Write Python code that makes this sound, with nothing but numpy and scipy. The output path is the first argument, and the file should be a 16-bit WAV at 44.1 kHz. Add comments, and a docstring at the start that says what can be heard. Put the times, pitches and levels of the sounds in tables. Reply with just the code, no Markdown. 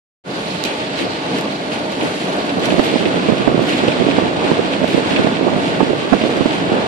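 """Inside a car standing on the coast in a gale, a pair of microphones 14 cm apart.
Wind presses on the body and roars dully through the cabin. Sheets of rain patter on glass and roof,
with a few heavy splashes; short bright clicks and puffs of grainy hiss come through. The wiper motor
whines faintly and the blades slap about once a second. A draught reaches the right microphone and
buffets it into overload; the left one sits in the lee."""
import sys
import numpy as np
from scipy import signal
from scipy.fft import rfft, irfft
from scipy.io import wavfile
from scipy.ndimage import uniform_filter1d

SR = 44100
rng = np.random.default_rng(int(sys.argv[2]) if len(sys.argv) > 2 else 0)


def materialize(psi):
    """Save the field psi as 16-bit PCM at rate SR to the path in sys.argv[1].

    A 1-D psi becomes a single channel; in a 2-D psi each row is a channel.
    """
    bounded = np.clip(np.atleast_2d(psi).T, -1, 1)
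    quanta = np.round(bounded * 32767).astype(np.int16)
    wavfile.write(sys.argv[1], SR, quanta)


N = 302967

# wind between gusts, heard through the body of the car: time_s, level_db
WIND = [(0.3, -23.5), (1.6, -24.5), (2.5, -23.5), (4.2, -19), (5.9, -22), (6.85, -19.5)]
# gusts that lean on the car: crest_s, rise_db, length_s
GUSTS = [(0.7, 2, 0.046), (1.05, 3, 0.18), (1.386, 4.5, 0.23), (1.784, 3.5, 0.17), (2.06, 5.5, 0.12),
         (2.356, 5.5, 0.19), (2.645, 5, 0.18), (2.852, 5, 0.13), (3.14, 3, 0.29), (3.442, 3, 0.076),
         (3.803, 3, 0.13), (4.2, 1.5, 0.12), (4.485, 3.5, 0.056), (5.19, 3.5, 0.29), (5.66, 3.5, 0.23),
         (6.278, 2.5, 0.074), (6.76, 4, 0.073)]
# resonances of the cabin and its panels: pitch_hz, width_hz, gain_db
CABIN_MODES = [(192.5, 50, -6), (286, 56, -2.5), (468, 53, -9.5), (627, 58, -5), (704, 10, -7.5),
               (882, 112, -2), (1150, 74, 0), (1465, 140, 3)]
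# rain on the windows between sheets: time_s, patter_db, spray_db
RAIN = [(0.3, -30.5, -47), (0.45, -28.5, -41), (0.87, -28.5, -50), (1.6, -30.5, -48), (2.3, -28, -41.5),
        (2.55, -29.5, -47.5), (3.0, -26.5, -47.5), (3.55, -28.5, -51.5), (4.15, -26, -49.5),
        (4.38, -28.5, -54), (5.2, -26, -48), (5.42, -29, -53), (5.95, -28.5, -50.5), (6.3, -26.5, -48),
        (6.85, -28.5, -53)]
# sheets of rain thrown at the car: start_s, rise_db, release_s
SHEETS = [(0.64, 1.5, 0.14), (0.955, 3, 0.041), (1.31, 2.5, 0.11), (1.7, 3.5, 0.038), (1.99, 2, 0.088),
          (2.61, 3.5, 0.14), (2.82, 2, 0.13), (3.65, 3.5, .17), (4.41, 2, .11), (4.62, 1, 0.068),
          (4.87, 2, 0.081), (5.03, 1.1, 0.13), (5.56, 2.5, 0.18), (6.49, 1, 0.046)]
# water sizzling on the right-hand glass: time_s, level_db
SIZZLE = [(0.3, -44), (0.5, -36), (0.85, -44), (1.02, -36), (1.6, -42), (2.4, -38.5), (3.5, -46),
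          (6.85, -47.5)]
# steady draught on the right microphone: time_s, level_db
DRAUGHT = [(0.3, -47), (2.4, -34), (2.62, -23), (6.85, -22)]
# partials of the wiper motor at its loudest: pitch_hz, level_db
WHINE = [(359, -39), (718, -38), (1083, -46)]
# short bright clicks with crackling tails: start_s, click_db, left_minus_right_db, tail_db, decay_s
TICKS = [(0.639, -10.5, -38, -44, .04), (0.6503, -14, -2, -22, .06), (1.386, -13, -14, -38, .05),
         (1.411, -9, 2, -32, .04), (1.917, -18, 2, -34, .06), (2.595, -21, 0, -32, .06),
         (2.655, -18, 4, -23, .045), (2.846, -20, 6, -31, 0.13), (3.623, -26, 2, -34, .14),
         (3.677, -23, 2, -37, .1), (4.838, -27, 2, -38, .13), (4.878, -20, 2, -35, .08),
         (6.367, -19, 2, -32, .04)]
# heavy drops on glass and roof: start_s, level_db, decay_s, left_minus_right_db
SPLASHES = [(0.649, -21.5, 0.25, -2), (1.523, -27, 0.027, -3), (1.717, -21.5, .06, 0),
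            (2.493, -20.5, 0.063, -1), (2.657, -21, 0.037, -11), (2.703, -23, .08, 2), (3.381, -23, .04, 2),
            (3.693, -22.5, .09, -1), (3.725, -23, .1, -2), (3.79, -23, .06, -2), (3.882, -17, 0.037, -1),
            (3.918, -18.5, 0.038, 0), (4.44, -21, .05, -3), (4.733, -19.5, .06, 2), (4.877, -20, .04, 0),
            (5.106, -26, 0.037, -3), (5.368, -23, 0.033, -2), (6.508, -21, .04, -2),
            (6.530, -21, 0.059, -4)]
# brief puffs of bright, grainy hiss: start_s, level_db, release_s, left_minus_right_db
PUFFS = [(0.955, -44, .05, -4), (2.795, -40, .06, 4), (3.64, -42, 0.13, 3), (4.85, -40, .09, 3)]
# blades turning at the foot of the windscreen: start_s, slap_db, decay_s, thud_db
WIPER_TURNS = [(0.985, -26.5, .26, -22.5), (2.009, -22, .12, -21.5), (3.054, -17.5, .06, -27),
               (4.112, -18, .055, -30), (5.161, -15, 0.085, -21), (6.214, -19.5, 0.078, -28)]
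# the hardest eddies to hit the right microphone: centre_s, level_db, length_s
BUFFETS = [(2.586, -13, 0.0051), (2.693, -13, 0.012), (2.727, -10, 0.0064), (2.744, -12, 0.0048),
           (2.785, -9, 0.005), (2.797, 1, .006), (2.942, -10.5, 0.0048), (2.962, -6, 0.0082),
           (3.019, -14.5, 0.013), (3.064, -9.5, 0.011), (3.145, -13, 0.0042), (3.163, -15, 0.0073),
           (3.295, -3, .014), (3.326, -7.5, 0.009), (3.337, -13, 0.0031), (3.41, -15, 0.017),
           (3.48, -2, 0.0094), (3.493, -4, 0.0046), (3.509, -16, 0.0086), (3.521, -16, 0.0031),
           (3.55, -9.5, 0.011), (3.58, -10, 0.0035), (3.595, -12, .004), (3.615, -12, 0.0098),
           (3.628, -13, 0.0123), (3.839, -8, 0.0052), (3.886, -7.5, 0.01), (4.004, -8, 0.0062),
           (4.018, -7.5, 0.015), (4.07, -10, 0.0058), (4.089, -7, 0.0046), (4.128, -19, 0.0073),
           (4.186, -4, 0.0049), (4.227, -12, 0.0054), (4.257, -10, 0.0081), (4.457, -14, 0.019),
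           (4.518, -5.5, 0.0056), (4.596, -9, 0.0071), (4.825, -13.5, 0.015), (4.845, -4.5, 0.005),
           (4.949, -8, 0.0091), (4.982, -7, 0.009), (5.118, -13, 0.0069), (5.2, -9.5, 0.015),
           (5.248, -10.5, 0.0069), (5.273, -7.5, 0.0061), (5.415, -9, 0.006), (5.431, -13, 0.0052),
           (5.476, -9.5, 0.017), (5.533, -8, 0.0051), (5.565, -12, 0.0047), (5.811, -5, 0.011),
           (5.831, -6, 0.0052), (5.898, -12.5, 0.0042), (5.908, -7, .006), (5.934, -7, 0.006),
           (6.134, 0.5, 0.017), (6.153, -16, .008), (6.247, -10.5, 0.018), (6.377, -15, 0.0035),
           (6.415, -7, 0.014), (6.461, -8, 0.0078), (6.721, -10.5, 0.0043), (6.745, -16, 0.0074)]
# hollow knocks of the gusts: centre_s, level_db, length_s, pitch_hz
KNOCKS = [(5.48, -14, 0.03, 695), (5.808, -7.5, 0.016, 830)]
# tone of each sound at the microphones: frequency_hz, relative_db
ROAR_COLOUR = [(25, -50), (60, -19.5), (100, -11), (170, -2.5), (280, -2), (390, -2.5), (650, -4),
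               (1000, -11), (1400, -15), (2200, -20.5), (4000, -25.5), (9000, -97)]
PATTER_COLOUR = [(300, -27), (900, -19.5), (1700, -0.5), (2700, 0.5), (3400, -1), (4400, -6), (5100, -12.5),
                 (5900, -16.5), (9000, -21), (15000, -89)]
SPRAY_COLOUR = [(2000, -1), (4500, -16), (6500, 3), (8200, -6), (10200, -3), (12000, -14), (15000, -52)]
BUFFET_COLOUR = [(20, -66), (60, -31), (100, -12), (170, -2), (280, 3.5), (450, -2), (650, -5), (900, -22),
                 (1400, -29.5), (4000, -78)]
TICK_COLOUR = [(400, -16), (1800, -19), (3800, 4), (6000, -4.5), (10000, -14), (15000, -15)]
SPLASH_COLOUR = [(300, -21), (1200, 5), (1900, 8), (2500, 19.5), (3300, 13.5), (4600, 3), (6000, -4),
                 (10000, -14), (15000, -63)]
PUFF_COLOUR = [(400, -21), (1800, -15), (3800, 5), (6000, -9), (10000, -10), (12000, -9), (15000, -36)]
SLAP_COLOUR = [(300, -18), (1200, 1), (1900, 14), (2500, 20), (3300, 12.5), (4600, 4), (6000, -10.5),
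               (10000, -25), (15000, -63)]

MIC_SPACING_M, SOUND_M_PER_S = .142, 343
TIME_S = np.arange(N) / SR


def from_db(db):
    """Decibels to gain."""
    return 10 ** (np.asarray(db) / 20)


def rms_one(x):
    """Scale to rms 1."""
    return x / np.sqrt(np.mean(x ** 2) + 1e-20)


def in_time(rows):
    """The columns of a curve, at every sample."""
    time_s, *columns = np.transpose(rows)
    return [np.interp(TIME_S, time_s, column) for column in columns]


def pan(balance_db):
    """Gains at the two microphones; positive leans left."""
    return from_db(np.array([[.5], [-.5]]) * balance_db)


def drift(rate_hz):
    """A slow random wander of spread 1: noise at every 40th sample, low-passed twice."""
    r = np.exp(-80 * np.pi * rate_hz / SR)
    slow = signal.lfilter([1], [1, -2 * r, r * r], rng.standard_normal(N // 40 + 2002))[2000:]
    return np.interp(np.arange(N) / 40, np.arange(len(slow)), rms_one(slow))


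def swell(centre_s, length_s):
    """A bell-shaped rise and fall, above one half for length_s."""
    offset = (TIME_S - centre_s) / length_s
    return .5 ** ((2 * offset) ** 2) * (np.abs(offset) < 2)


def surge(start_s, release_s, attack_s=.038):
    """A quick rise, then a smooth fall."""
    age = TIME_S - start_s
    fall = np.exp(-np.clip((age - attack_s) / release_s, 0, 10) ** 2)
    return np.clip(age / attack_s, 0, 1) * fall


def colour(x, spectrum, size=4096):
    """Minimum-phase filter with the given spectrum; white noise keeps its level."""
    hz, level_db = np.transpose(spectrum)
    bins_hz = np.maximum(np.arange(size // 2 + 1) * SR / size, 1)
    gain = from_db(np.interp(np.log(bins_hz), np.log(hz), level_db))
    cepstrum = irfft(np.log(gain))
    cepstrum[1:size // 2] *= 2
    cepstrum[size // 2 + 1:] = 0
    response = irfft(np.exp(rfft(cepstrum)))
    return signal.oaconvolve(x, response[None] / np.linalg.norm(response), axes=1)[:, :N]


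def resonance(x, hz, width_hz):
    """Band-pass with gain 1 at its peak."""
    r = np.exp(-np.pi * width_hz / SR)
    feedback = [1, -2 * r * np.cos(2 * np.pi * hz / SR), r * r]
    return signal.lfilter((1 - r * r) / 2 * np.array([1, 0, -1]), feedback, x)


def narrow_noise(hz, width_hz):
    """Stereo noise in one steep-sided band; rms 1."""
    band = resonance(rng.standard_normal((2, N)), hz, width_hz)
    return rms_one(resonance(band, hz, width_hz))


def all_around(source, lean_db, count=12):
    """Unrelated copies of a source round the pair, louder to one side, each with its own lag."""
    out = np.zeros((2, N))
    for angle in (np.arange(count) + rng.uniform(.2, .8, count)) * np.pi / count:
        lag = round(MIC_SPACING_M * np.cos(angle) / SOUND_M_PER_S * SR)
        sound = source() * from_db(lean_db * np.cos(angle))
        out += [sound, np.roll(sound, lag)]
    return rms_one(out)


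def turbulence(swell_db, rate_hz):
    """Noise that swells and sinks at random."""
    return rng.standard_normal(N) * from_db(swell_db * drift(rate_hz))


def roar(mode_swell_db=3):
    """Wind presses on all sides, harder in gusts, and rings now one cabin panel, now another."""
    wind = all_around(lambda: turbulence(swell_db=1.5, rate_hz=27), lean_db=-2, count=8)
    pressure = colour(wind, ROAR_COLOUR)
    boom = sum(from_db(gain_db + mode_swell_db * drift(3.2)) * resonance(pressure, hz, width_hz)
               for hz, width_hz, gain_db in CABIN_MODES)
    wind_db, = in_time(WIND)
    gust_db = sum(rise_db * swell(crest_s, length_s) for crest_s, rise_db, length_s in GUSTS)
    return from_db(wind_db + gust_db) * rms_one(pressure + boom) * pan(balance_db=-.5)


def impacts(per_s, size_db, clump_db):
    """Impulses at random moments, in clumps, uneven in size."""
    hits = np.flatnonzero(rng.random(N) < per_s * from_db(clump_db * drift(14)) / SR)
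    chance, out = rng.random(N)[hits], np.zeros(N)
    sizes = from_db(size_db * np.minimum(-np.log(1 - chance), 4))
    out[hits] = sizes * (-1) ** hits   # pushes and pulls alike
    return out


def rain():
    """Drops patter on the windward glass to the right, denser in sheets; torn spray hisses left."""
    patter_db, spray_db = in_time(RAIN)
    sheet_db = sum(rise_db * surge(start_s, release_s) for start_s, rise_db, release_s in SHEETS)
    patter_db, spray_db = patter_db + sheet_db, spray_db + 2 * sheet_db
    per_s = 500 * from_db(patter_db - patter_db.mean())
    flurry_db = .6 * drift(22)
    drops = all_around(lambda: impacts(per_s, size_db=1, clump_db=4), lean_db=.5)
    fine_drops = all_around(lambda: impacts(2 * per_s, size_db=2, clump_db=4.5), lean_db=8, count=8)
    patter = colour(drops, PATTER_COLOUR) * from_db(patter_db) * pan(balance_db=-2.5)
    spray = colour(fine_drops, SPRAY_COLOUR) * from_db(spray_db) * pan(balance_db=6.5)
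    return (patter + spray) * from_db(flurry_db)


def wet_glass():
    """Water sizzles brightly on the right-hand glass."""
    sizzle_db, = in_time(SIZZLE)
    sizzle = narrow_noise(hz=4140, width_hz=1440) * from_db(sizzle_db + 2.7 * drift(22))
    return sizzle * pan(balance_db=-7)


def port_thuds(per_s, even_s):
    """Pressure pulses thud through each microphone port; their level is evened over even_s."""
    pulses = np.array([impacts(per_s, size_db=3, clump_db=2) for mic in range(2)])
    thuds = colour(pulses, BUFFET_COLOUR)
    power = np.abs(uniform_filter1d(thuds ** 2, round(even_s * SR)))
    return thuds / np.sqrt(power + 1e-9)


def draught(wake_db=-23, wake_s=.048, lee_hz=140, lee_db=2.5, rasp_db=-16, small_eddy_db=23):
    """Moving air thuds and rasps on the right port; the left, in the lee, gets a dull rumble."""
    steady_db, = in_time(DRAUGHT)
    # each eddy travels in a patch of stirred air; a hard eddy is compact and stirs less
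    wake_power = sum(from_db(wake_db - .2 * level_db) ** 2 * swell(centre_s, wake_s)
                     for centre_s, level_db, _ in BUFFETS)
    stirred = np.sqrt(from_db(steady_db) ** 2 + wake_power)
    lee, windward = port_thuds(per_s=300, even_s=.07)
    rumble = from_db(lee_db) * signal.sosfilt(signal.butter(2, lee_hz, fs=SR, output="sos"), lee)
    small_eddies, = colour(impacts(per_s=4, size_db=-7, clump_db=2)[None], BUFFET_COLOUR)
    small_eddies *= from_db(steady_db + small_eddy_db)
    rasp = narrow_noise(hz=1050, width_hz=810)[1] * np.abs(windward) * from_db(rasp_db)
    return np.array([rumble * stirred, (windward + rasp) * stirred + small_eddies])


def wiper_motor(sweep_s=1.045, first_crest_s=.35, dip_db=17):
    """The motor whines faintly, loudest once in every sweep, its speed wavering with the load."""
    turned_s = np.cumsum(1 + .00298 * drift(2.81)) / SR
    slack = np.sin(np.pi * (TIME_S - first_crest_s) / sweep_s) ** 2
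    whine = sum(from_db(level_db) * np.sqrt(2) * np.sin(2 * np.pi * hz * turned_s)
                for hz, level_db in WHINE)
    return from_db(-dip_db * slack) * whine


def ticks():
    """Short bright clicks, each with a brief crackling tail."""
    out = np.zeros((2, N))
    age = np.arange(SR // 4) / SR
    for start_s, click_db, balance_db, tail_db, decay_s in TICKS:
        tick = from_db(tail_db - 60 * age / decay_s) * rng.standard_normal((2, len(age)))
        tick[:, 0] = from_db(click_db)
        start = round(start_s * SR)
        out[:, start:start + len(age)] += tick * pan(balance_db)
    return colour(out, TICK_COLOUR)


def spatter(samples, grain_db=2.5):
    """Stereo grains of very uneven size; rms 1."""
    noise = rng.standard_normal((2, samples))
    return rms_one(noise * from_db(grain_db * rng.standard_normal((2, samples))))


def splashes():
    """Water bursts on a pane into a dying spatter; longer splashes also drum on the roof overhead."""
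    glass, roof = np.zeros((2, 2, N))
    for start_s, level_db, decay_s, balance_db in SPLASHES:
        start = round(start_s * SR)
        age = np.arange(min(SR // 4, N - start)) / SR
        burst = from_db(level_db - 60 * age / decay_s) * spatter(len(age))
        glass[:, start:start + len(age)] += burst * pan(balance_db)
        roof[:, start:start + len(age)] += burst[0] * (decay_s / .33) ** 2
    return colour(glass, SPLASH_COLOUR) + colour(roof, ROAR_COLOUR)


def hiss_puffs():
    """Brief puffs of bright, grainy hiss, each a little to one side."""
    grains = np.array([impacts(per_s=600, size_db=3.5, clump_db=3) for mic in range(2)])
    gain = sum(from_db(level_db) * surge(start_s, release_s) * pan(balance_db)
               for start_s, level_db, release_s, balance_db in PUFFS)
    return rms_one(colour(grains, PUFF_COLOUR)) * gain


def wiper_blades(thud_delay_s=.033):
    """At the foot of the windscreen the wet rubber flips with a slap; the arms thud as they turn."""
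    slap_gain, thud_gain = np.zeros((2, N))
    for start_s, slap_db, decay_s, thud_db in WIPER_TURNS:
        age = TIME_S - start_s
        slap_gain += from_db(slap_db - 60 * np.clip(age / decay_s, 0, 3)) * (age >= 0)
        thud_gain += from_db(thud_db) * swell(start_s + thud_delay_s, length_s=.067)
    slaps = colour(slap_gain * spatter(N), SLAP_COLOUR) * pan(balance_db=-4)
    return slaps + thud_gain * narrow_noise(hz=274, width_hz=200)


def buffeting(slap_db=24.5, rasp_db=-15.5):
    """The front of each eddy slaps the right microphone, and a short low flutter follows."""
    power, slaps = np.zeros((2, 2, N))
    for centre_s, level_db, length_s in BUFFETS:
        near = slice(round((centre_s - .1) * SR), round((centre_s + .1) * SR))
        burst = .5 ** (np.abs(2 * (TIME_S[near] - centre_s) / length_s) ** 3)   # abrupt at both ends
        power[1, near] += from_db(level_db) ** 2 * burst
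        front = round((centre_s - length_s / 2) * SR)
        slaps[1, front] = from_db(level_db + slap_db) * rng.choice([-1, 1])
    flutter = port_thuds(per_s=900, even_s=.009) * np.sqrt(power)
    # the hardest eddies break up at the port and rasp
    rasp = from_db(rasp_db) * narrow_noise(hz=950, width_hz=880) * power ** 1.4
    return flutter + colour(slaps, BUFFET_COLOUR) + rasp


def knocks():
    """A gust gives a compact, hollow knock on the right, higher than the buffets."""
    out = sum(from_db(level_db) * swell(centre_s, length_s) * narrow_noise(pitch_hz, width_hz=370)
              for centre_s, level_db, length_s, pitch_hz in KNOCKS)
    return out * from_db([[-16], [0]])


def scene():
    """From the cabin: gale and rain all round, wipers on the glass, wind right on the microphones."""
    return (roar() + rain() + hiss_puffs() + wet_glass() + splashes() + ticks()
            + wiper_motor() + wiper_blades() + draught() + buffeting() + knocks())


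def record(dry, fade_in_s=(.238, .305), hardness=40, stop_hz=16000):
    """The recorder fades in, clips hard at full scale, which crackles, and cuts the top."""
    opened = dry * np.interp(TIME_S, fade_in_s, [0, 1])
    clipped = opened / (1 + np.abs(opened) ** hardness) ** (1 / hardness)
    return signal.sosfilt(signal.cheby2(12, 70, stop_hz, fs=SR, output="sos"), clipped)


dry = scene()
out = record(dry)
materialize(out)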